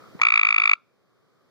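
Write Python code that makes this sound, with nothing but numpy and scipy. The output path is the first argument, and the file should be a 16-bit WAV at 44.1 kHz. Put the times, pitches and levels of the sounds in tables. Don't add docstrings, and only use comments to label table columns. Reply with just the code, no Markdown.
import sys
import numpy as np
from scipy import signal
from scipy.fft import rfft, irfft
from scipy.io import wavfile
from scipy.ndimage import uniform_filter1d, minimum_filter1d

SR = 44100
rng = np.random.default_rng(int(sys.argv[2]) if len(sys.argv) > 2 else 0)


def output_pcm(signal):
    pcm = np.clip(np.atleast_2d(signal).T, -1, 1) * 32767
    wavfile.write(sys.argv[1], SR, np.round(pcm).astype(np.int16))


N = 66150


def amp(db):
    return 10 ** (np.asarray(db) / 20)


def unit(x):
    return x / np.sqrt(np.mean(x ** 2) + 1e-20)


def read(points, hz):
    f, value = np.transpose(points)
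    return np.interp(np.log(hz + 1), np.log(f + 1), value)


def noise(points):
    shape = amp(read(points, np.fft.rfftfreq(N, 1 / SR)))
    return unit(irfft(rfft(rng.standard_normal(N)) * shape, N))


def ramp(u):
    return np.sin(np.pi / 2 * np.clip(u, 0, 1)) ** 2


# [f/Hz, relative level/dB]
AIR_SHARED = [(18, -87.5), (30, -57.5), (118, -6.5), (261, -7), (291, -8), (480, -2.5), (881, -14),
              (1180, -7), (2340, -22), (2740, -44), (3130, -25), (4650, -22.5), (8310, -37), (14800, -36),
              (16500, -49.5)]
# [f/Hz, relative level/dB]
AIR_OPPOSED = [(18, -41), (30, -9.5), (359, -3.5), (467, -8.5), (1180, -24), (1420, -28), (2340, -19.5),
               (8530, -35), (9730, -40.5), (14100, -28.5), (16500, -57)]
AIR_SHARED_DB, AIR_OPPOSED_DB = -54, -54.5


def night_air():
    mid = amp(AIR_SHARED_DB) * noise(AIR_SHARED)
    side = amp(AIR_OPPOSED_DB) * noise(AIR_OPPOSED)
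    return np.array([mid + side, mid - side])


# [t/s at full level, length/s, level/dB before the throb]
FAR_CALLS = [(0, 0.068, -56.5), (1.111, .36, -63.5)]
FAR_HZ, FAR_WIDTH_HZ, FAR_UPPER_DB = 1250, 110, -27
FAR_THROB_HZ, FAR_THROB_DEPTH, FAR_FADE_S = 54, 1, .03


def far_frog():
    t, hz = np.arange(N) / SR, np.fft.rfftfreq(N, 1 / SR)
    band = np.zeros(len(hz))
    for ratio, db in ((1, 0), (1.85, FAR_UPPER_DB)):
        band += amp(db) / (1 + ((hz - ratio * FAR_HZ) / FAR_WIDTH_HZ) ** 2)
    level = np.zeros(N)
    for start, length, db in FAR_CALLS:
        fade_in = ramp((t - start) / FAR_FADE_S + 1)
        fade_out = np.exp(-np.maximum(t - start - length, 0) / FAR_FADE_S)
        level += amp(db) * fade_in * fade_out
    throb = 1 + FAR_THROB_DEPTH * np.sin(2 * np.pi * FAR_THROB_HZ * t)
    blur = irfft(rfft(rng.standard_normal((2, N))) * band, N)
    return level * throb * unit(blur + .4 * blur[::-1])


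# [t/s, level/dB, start f/Hz, end f/Hz, length/s]
BUMP = (.1455, -33, 420, 90, .016)


def bump():
    start, db, from_hz, to_hz, length = BUMP
    u = np.clip((np.arange(N) / SR - start) / length, 0, 1)
    hz = from_hz * (to_hz / from_hz) ** u * (u > 0)
    thud = amp(db) * np.sin(np.pi * u) ** 2 * np.sin(2 * np.pi * np.cumsum(hz) / SR)
    return np.array([thud, -np.roll(thud, round(.0008 * SR))])


# [t/s, level/dB of each of two rings, f/Hz of the lower ring]
CLICKS = [(.1920, -34.5, 1150), (.1982, -26.5, 950), (.2081, -37.5, 1000)]
CLICK_DECAY_S = 0.0031


def throat_clicks():
    out = np.zeros(N)
    for start, db, hz in CLICKS:
        t = np.maximum(np.arange(N) / SR - start, 0)
        ring = np.sin(2 * np.pi * hz * t) + np.sin(4 * np.pi * hz * t)
        out += amp(db) * ramp(t / .0004) * np.exp(-t / CLICK_DECAY_S) * ring
    return out


ATTACK_S, HOLD_S, SWELL_DB = 0.0018, .0042, 6


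def envelope(t, release):
    swell = amp(SWELL_DB * (np.clip(t / HOLD_S, 0, 1) - 2))
    return ramp(t / ATTACK_S) * swell * np.exp(-(np.maximum(t - HOLD_S, 0) / release) ** 2)


# [t/s, chirps per s, effort level/dB]
CALL = [(0.2144, 56.8, -4), (0.253, 58.25, -3), (0.309, 56.04, -4.2), (0.372, 54.39, -1.92),
        (.46, 52.91, -3), (.53, 53.94, -4), (.59, 53.09, -3.5), (.665, 53.3, -2.5), (0.698, 50.41, 1.5),
        (0.738, 53.75, 1.5)]
CALL_DB, SHIMMER_DB = 14, 0.93
# [level/dB before the envelope, release/s]
PARTIALS = [(-12, 0.0044), (1, 0.002), (-21.5, 0.0016), (-27.5, 0.00048), (-37, .0016), (-46, .0016)]
PARTIAL_SPREAD_DB, LENGTH_SPREAD = .8, 0.019
LOW_HZ, HIGH_HZ, GLIDE_MID_S, GLIDE_S = 1083.6, 1440, .0052, .0017
JITTER, ROUGH = .002, 0.017
SAC_HZ, LOW_CUT_HZ = 1344, 854
LEAD_S, LEAD_LENGTH_S, LEAD_HZ, LEAD_DB = 0.0049, 0.0045, 1115, -28.5
# [f/Hz, relative level/dB]
RASP = [(300, -34), (900, -6.5), (1650, 9.5), (2950, -3), (3600, 8.5), (4150, -12.5), (4700, -3),
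        (5500, -11.5), (7000, -13.5), (9500, -18), (11500, -45.5), (14000, -31), (15300, -10), (16500, -41)]
RASP_DB, RASP_RELEASE_S, RASP_LINGER_DB = -28, 0.0023, -15
# [f/Hz, relative level/dB]
OVERLOAD_NOISE = [(500, -27.5), (1500, 2.5), (4500, -0.5), (6800, 6), (7400, -17.5), (8200, -45)]
EASE_S, OVERLOAD_DB, OVERLOAD_NOISE_DB = 0.033, 4.5, -20.5


def frog():
    time, out = np.arange(N) / SR, np.zeros(N)
    rasp, crackle = noise(RASP), noise(OVERLOAD_NOISE)
    at, rate, effort = np.transpose(CALL)
    during = np.arange(at[0], at[-1], 1 / SR)
    count = np.cumsum(np.interp(during, at, rate)) / SR
    for start in np.interp(np.arange(int(count[-1]) + 1), count, during):
        near = abs(time - start) < .02
        t = time[near] - start
        wobble, shimmer, stretch, *colour = rng.standard_normal(len(PARTIALS) + 3)
        overload = np.exp(-(start - at[0]) / EASE_S)

        glide = LOW_HZ + (HIGH_HZ - LOW_HZ) / (1 + np.exp((GLIDE_MID_S - t) / GLIDE_S))
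        flutter = unit(uniform_filter1d(rng.standard_normal(len(t)), size=40))
        hz = glide * (1 + JITTER * wobble + ROUGH * flutter)

        short = envelope(t, RASP_RELEASE_S)
        linger = amp(RASP_LINGER_DB) * envelope(t, 5 * RASP_RELEASE_S)
        chirp = amp(RASP_DB) * rasp[near] * (short + linger)
        chirp += amp(OVERLOAD_NOISE_DB) * overload ** 2 * short * crackle[near]

        for k, (db, release) in enumerate(PARTIALS, 1):
            partial_hz = np.minimum(hz, SAC_HZ) if k == 1 else k * hz
            turn = 2 * np.pi * np.cumsum(partial_hz) / SR
            db += OVERLOAD_DB * overload * ((k == 1) - .5 * (k == 2))
            db += PARTIAL_SPREAD_DB * colour[k - 1] * (k > 2)
            tone = np.sin(turn - np.interp(0, t, turn))
            chirp += amp(db) * envelope(t * (1 + LENGTH_SPREAD * stretch), release) * tone

        lead = 2 * np.pi * LEAD_HZ * t
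        lead_shape = np.sin(np.pi * np.clip((t + LEAD_S) / LEAD_LENGTH_S, 0, 1)) ** 2
        lead_tone = 0.22 * np.sin(lead) + np.sin(2 * lead)
        chirp += amp(LEAD_DB) * (start > at[0]) * lead_shape * lead_tone

        out[near] += amp(CALL_DB + np.interp(start, at, effort) + SHIMMER_DB * shimmer) * chirp
    low_cut = ramp(np.fft.rfftfreq(N, 1 / SR) / LOW_CUT_HZ) ** 8
    return irfft(rfft(out) * low_cut, N)


# [f/Hz, lag/rad, loss level/dB]
PORTS = [(0, 0, 1), (770, 1.01, 7), (1295, 0.15, 2.5), (1800, 1.5, 1.5), (2293, 2.5, -0.5),
         (2785, 3.5, 2.5), (3600, 5, 1), (4700, 7, 1), (9443, 18.5, -1), (14000, 19.5, 0.5)]
# [delay t/s, level/dB]
ECHOES = [(.0034, -24), (.0085, -32), (.0195, -32)]
# [f/Hz, t/s]
YARD_T60 = [(300, .5), (1300, 0.17), (2400, 0.49), (5000, .25), (15000, .15)]
# [f/Hz, relative level/dB]
YARD_COLOUR = [(300, -4.5), (1100, 2.5), (1400, 10.5), (1900, -6), (2300, -12), (2700, -16), (3600, 2.5),
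               (6000, -2)]
YARD_DB, NEAR_DB, NEAR_T60_S = -36, -28.5, 0.21


def poolside(x):
    hz = np.fft.rfftfreq(N, 1 / SR)
    f, lag, loss = np.transpose(PORTS)
    echoes = sum(amp(db) * np.exp(-2j * np.pi * hz * s) for s, db in ECHOES)
    left = rfft(x) * (1 + echoes)
    right = left * amp(-np.interp(hz, f, loss)) * np.exp(-1j * np.interp(hz, f, lag))
    direct = irfft(np.array([left, right]), N)

    bins, t, z = signal.stft(rng.standard_normal((2, SR)), SR, nperseg=256)
    colour_db = read(YARD_COLOUR, bins)[:, None]
    decay_db = -60 * t / read(YARD_T60, bins)[:, None]
    yard = signal.istft(z * amp(colour_db + decay_db), SR, nperseg=256)[1][:, :SR]
    scatter = signal.istft(z * amp(colour_db), SR, nperseg=256)[1][::-1, :SR]
    scatter = scatter * amp(-60 * np.arange(SR) / SR / NEAR_T60_S)
    tail = amp(YARD_DB) * yard / np.linalg.norm(yard[0])
    tail += amp(NEAR_DB) * scatter / np.linalg.norm(scatter[0])
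    return direct + signal.fftconvolve(x[None], tail, axes=1)[:, :N]


def scene():
    return night_air() + far_frog() + bump() + poolside(throat_clicks() + frog())


LIMIT_DB, RECOVER_DB_PER_S, CLAMP_S = -4.5, 5.5, 0.00045
EDGE_HZ = 16900


def record(dry):
    fall = np.arange(N) / SR * RECOVER_DB_PER_S
    width = max(int(CLAMP_S * SR), 2)
    over_db = np.maximum(20 * np.log10(abs(dry).max(0) + 1e-9) - LIMIT_DB, 0)
    gain_db = fall - np.maximum.accumulate(over_db + fall)
    gain_db = minimum_filter1d(gain_db, 2 * width)
    gain_db = uniform_filter1d(uniform_filter1d(gain_db, width), width)
    low_pass = signal.firwin(511, EDGE_HZ, window=("kaiser", 9), fs=SR)
    return signal.oaconvolve(dry * amp(gain_db), low_pass[None], "same")


dry = scene()
out = record(dry)
output_pcm(out)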